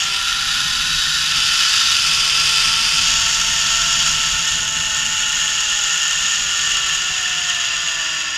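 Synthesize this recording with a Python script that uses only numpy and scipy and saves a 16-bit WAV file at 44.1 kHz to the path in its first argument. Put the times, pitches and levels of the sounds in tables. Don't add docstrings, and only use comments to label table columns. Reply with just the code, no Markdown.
import sys
import numpy as np
from scipy import signal
from scipy.io import wavfile

SR = 44100
rng = np.random.default_rng(int(sys.argv[2]) if len(sys.argv) > 2 else 0)


def wav_out(sig):
    wavfile.write(sys.argv[1], SR, np.round(np.clip(np.atleast_2d(sig).T, -1, 1) * 32767).astype(np.int16))


N = 369116
CRUISE_HZ = 220


def from_db(db):
    return 10 ** (np.asarray(db) / 20)


def rms_one(x):
    return x / np.sqrt(np.mean(x ** 2) + 1e-20)


def in_time(rows):
    seconds, *columns = np.transpose(rows)
    time = np.arange(N) / SR
    return [np.interp(time, seconds, column) for column in columns]


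def drift(rate_hz):
    step = 40
    r = np.exp(-2 * np.pi * rate_hz * step / SR)
    noise = rng.standard_normal(N // step + 2002)
    slow = signal.lfilter([1], [1, -2 * r, r * r], noise)[2000:]
    return np.interp(np.arange(N) / step, np.arange(len(slow)), rms_one(slow))


def resonate(x, hz, width_hz):
    r = np.exp(-np.pi * width_hz / SR)
    g = (1 - r * r) / 2
    section = [g, 0, -g, 1, -(1 + r * r) * np.cos(2 * np.pi * hz / SR), r * r]
    return signal.sosfilt([section, section], x)


def rush(modes):
    bands = [from_db(db) * resonate(rng.standard_normal(N), hz, width) for hz, width, db in modes]
    return rms_one(sum(bands))


# time in seconds, swivel (-1 right, 0 straight, 1 left).
HEADING_CURVE = [(0, 0.68), (.25, -0.68), (1.15, -0.85), (1.4, -.3), (1.9, -0.55), (2.15, -.06), (2.9, -.1),
                 (3.15, 0.54), (4.4, 0.73), (4.7, 0.97), (8.37, 0.89)]


def heading():
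    swivel, = in_time(HEADING_CURVE)
    return np.maximum(-swivel, 0), np.maximum(swivel, 0)


# centre in Hz, width in Hz, relative level in dB.
WIND_RESONANCES = [(32.2, 32, 2), (84, 79, -5.5), (154.5, 35, -0.5), (238.3, 28, -6.5)]
# time in seconds, change of level in dB.
BREEZE_CURVE = [(0, 1), (.9, 2.5), (1.6, -1.5), (3.5, 1.5), (5, 0), (5.8, -4), (6.6, 1), (8.37, 2)]
WIND_DB, WIND_DB_PER_DOUBLING = -38.5, 26.5


def wind(doublings, gust_db=1.0, gust_rate_hz=6):
    breeze_db, = in_time(BREEZE_CURVE)
    level_db = WIND_DB + WIND_DB_PER_DOUBLING * doublings + breeze_db
    gusts = from_db(gust_db * drift(gust_rate_hz))
    return from_db(level_db) * rms_one(rush(WIND_RESONANCES) * gusts)


# centre in Hz, width in Hz, relative level in dB.
ROAR_RESONANCES = [(360, 660, -5), (656, 245, 1.5), (916, 187, 6)]


def cable_roar(level_db=-47.0, right_db=-4.5, left_db=0.9):
    right, left = heading()
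    return from_db(level_db + right * right_db + left * left_db) * rush(ROAR_RESONANCES)


# multiple of the strand rate,
# level in dB at cruising speed and straight heading, change in dB per doubling of speed,
# change in dB when swung right, change in dB when swung left.
HUM_HARMONICS = [(2, -52, -6.5, -12.5, -6), (3, -50.5, 51, -25, 0.5), (4, -44, 12.5, -3.5, 0.5),
                 (5, -42.5, -1, -9, -14.5), (6, -47, 3, -4, 2.5), (7, -42, -3, 6.5, -6), (8, -62, 5, 2, -6)]


def strand_hum(strands, speed, waver_db=1.0, waver_rate_hz=7, fade_db=2.2, fade_rate_hz=0.97,
               slip_rad=0.13, slip_rate_hz=14, plate_hz=1345, plate_half_width_hz=38, plate_boost=1.5):
    right, left = heading()
    doublings = np.log2(speed / CRUISE_HZ)
    hum = np.zeros(N)
    for multiple, db, slope_db, right_db, left_db in HUM_HARMONICS:
        phase = 2 * np.pi * strands + slip_rad * drift(slip_rate_hz)
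        tone = np.sin(multiple * phase)
        detuning = (multiple * speed - plate_hz) / plate_half_width_hz
        plate_gain = 1 + plate_boost / (1 + detuning ** 2)
        level_db = db + slope_db * doublings + right * right_db + left * left_db
        unsteady = from_db(waver_db * drift(waver_rate_hz) + fade_db * drift(fade_rate_hz))
        hum += from_db(level_db) * plate_gain * rms_one(tone * unsteady)
    return hum


# centre in Hz, width in Hz, relative level in dB.
SLOW_RING_MODES = [(1752, 95, 8.5), (2020, 70, 0), (2683, 180, 5.5), (2950, 23, -7), (3750, 37, -15),
                   (4866, 210, 3), (5660, 160, -1.5)]


def slow_rings(slowed, level_db=-26):
    return from_db(level_db) * np.sqrt(slowed) * rush(SLOW_RING_MODES)


FORCE_PULSES = [(2 / 3, 0.13), (0.88, 0.15), (2, 0.25), (4.9, 0.069)]


def contact(strands, flutter_db=0.37, flutter_rate_hz=9, grit_db=0.81, grit_rate_hz=250):
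    pulses = 1 + sum(depth * np.cos(2 * np.pi * multiple * strands) for multiple, depth in FORCE_PULSES)
    unevenness_db = flutter_db * drift(flutter_rate_hz) + grit_db * drift(grit_rate_hz)
    return pulses * from_db(unevenness_db)


def ticks(per_s=230, size=6.6, spread_db=2.5, edge_hz=1300):
    sizes = size * from_db(spread_db * np.minimum(rng.exponential(1, N), 2))
    happens = rng.random(N) < per_s / SR
    snaps = happens * sizes * rng.choice([-1, 1], N)
    return signal.sosfilt(signal.butter(1, edge_hz, "high", fs=SR, output="sos"), snaps)


# time in seconds, level in dB.
GRIND_CURVE = [(0.0, -18.5), (0.11, -20.5), (1.28, -19), (1.54, -17), (2.45, -16.5), (2.87, -17.5),
               (3.12, -16), (3.22, -18), (3.98, -17.5), (4.68, -20), (6.22, -18), (8.37, -21.5)]
REGISTER_BORDERS = [950, 2300, 4300, 7900, 15000]
# level in dB at mean strength, cruising speed and straight heading,
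# share of the grind's swing, change in dB per doubling of speed, change in dB when swung right,
# change in dB when swung left.
REGISTER_LEVELS = [(-27.5, 0.85, -2.5, 2.5, 0.85), (-21, 1.11, -1, 0.8, 0.5), (-21.5, 1.35, 5.5, 0.8, 0.72),
                   (-33.5, 0.45, 12.5, -3, -8.5)]
# centre in Hz,
# width in Hz, level in dB when swung right, level in dB when straight, level in dB when swung left.
METAL_MODES = [ (1081, 162, -20, -8, -6.5), (1358.6, 80, -5.5, 9, 3), (1436.5, 132, -2.5, 0.5, 6),
               (1702, 91, -4.5, -1.5, 3), (1823, 87, -3, -0.5, 9), (2120, 1420, -17.5, -2, -4),
               (2625, 350, -3.5, 1.5, -9.5), (2825, 243, 0, -2, 2.5), (2930, 102, -6, -4, 2.5),
               (3020, 167, 2.5, 4, -5), (3194, 164, -17, 2, 0.5), (3428, 300, 2, 0, -2.5),
               (3698, 37, 5, 1.5, -3), (3847, 210, 6.5, -8, -9.5), (4090, 270, -5, -4.5, -10.5),
               (4520, 460, 3.5, 2, 0), (4847, 340, -1, 4.5, -1), (5010, 600, -1, 2, -27.5),
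               (5440, 510, -3, 2, 2.5), (5990, 220, 3.5, 0, 2), (6450, 610, -7, -2.5, 0.5),
               (6780, 600, -2, -7, 9.5), (7086, 490, -11, -4.5, -3), (7320, 620, -6, -11, -6.5),
               (8100, 290, -1, 13.5, 0.5), (8520, 490, 2.5, 17, 3.5), (9880, 1840, 5.5, 8.5, 1),
               (10970, 2400, -1, -3, -6.5), (13100, 720, -5, 0, -3.5)]


def grind(force, doublings, sway_db=0.31, sway_rate_hz=2):
    right, left = heading()
    strength_db, = in_time(GRIND_CURVE)
    swell_db = strength_db - strength_db.mean()
    drives = force * (rng.standard_normal((4, N)) + ticks())
    out = np.zeros(N)
    for low, high, register in zip(REGISTER_BORDERS, REGISTER_BORDERS[1:], REGISTER_LEVELS):
        ringing, power = 0, 0
        for k, (hz, width, right_db, straight_db, left_db) in enumerate(METAL_MODES):
            if low <= hz < high:
                turn_db = right * (right_db - straight_db) + left * (left_db - straight_db)
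                gain = from_db(straight_db + turn_db)
                ringing = ringing + gain * resonate(drives[k % len(drives)], hz, width)
                power = power + width * gain ** 2
        db, share, slope_db, right_db, left_db = register
        level_db = db + share * swell_db + slope_db * doublings + right * right_db + left * left_db
        sway = sway_db * drift(sway_rate_hz)
        out += from_db(level_db + sway) * rms_one(ringing / np.sqrt(power))
    return out


# centre in Hz, width in Hz,
# depth 0-1 when straight or right, depth 0-1 when left.
ANTIRESONANCES = [(1655, 70, 0, 0.36), (1940, 74, 0, 0.6), (3050, 91, 0.08, 0.8), (3584, 150, 0, 0.6),
                  (4260, 140, 0.7, 0.36), (4990, 83, 0, 0.44), (5880, 140, 0.27, 0.03), (7990, 220, 0.1, 0),
                  (9900, 360, 0, 0.3)]


def hollow(x):
    _, left = heading()
    for hz, width, straight_depth, left_depth in ANTIRESONANCES:
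        band = signal.lfilter(*signal.iirpeak(hz, hz / width, fs=SR), x)
        depth = np.clip(straight_depth + left * (left_depth - straight_depth), 0, 1)
        x = x - depth * band
    return x


# time in seconds, strands crossed per second before the wobble.
SPEED_CURVE = [(0.0, 195.5), (0.47, 201.8), (0.65, 208.1), (1.37, 215.1), (1.54, 219.6), (1.68, 215.8),
               (2.14, 223.6), (2.49, 219.2), (2.75, 224.7), (3.96, 223.6), (5.48, 215.0), (5.92, 205.6),
               (6.06, 206.8), (7.22, 185.1), (8.21, 159.8), (8.37, 152.8)]


def scene(wobble=0.002972, wobble_rate_hz=5, yield_db=-1.5):
    speed, = in_time(SPEED_CURVE)
    doublings = np.log2(speed / CRUISE_HZ)
    strands = np.cumsum(speed * (1 + wobble * drift(wobble_rate_hz))) / SR
    slowed = (np.maximum.accumulate(speed) - speed) / np.ptp(speed)

    air = wind(doublings)
    cable = cable_roar() + strand_hum(strands, speed)
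    metal = from_db(yield_db * slowed) * grind(contact(strands), doublings)
    trolley = hollow(metal + slow_rings(slowed))
    return (trolley + cable + air)[None]


CUTOFF_HZ = 15100


def record(dry):
    return signal.sosfilt(signal.ellip(12, .1, 90, CUTOFF_HZ, fs=SR, output="sos"), dry)


dry = scene()
out = record(dry)
wav_out(out)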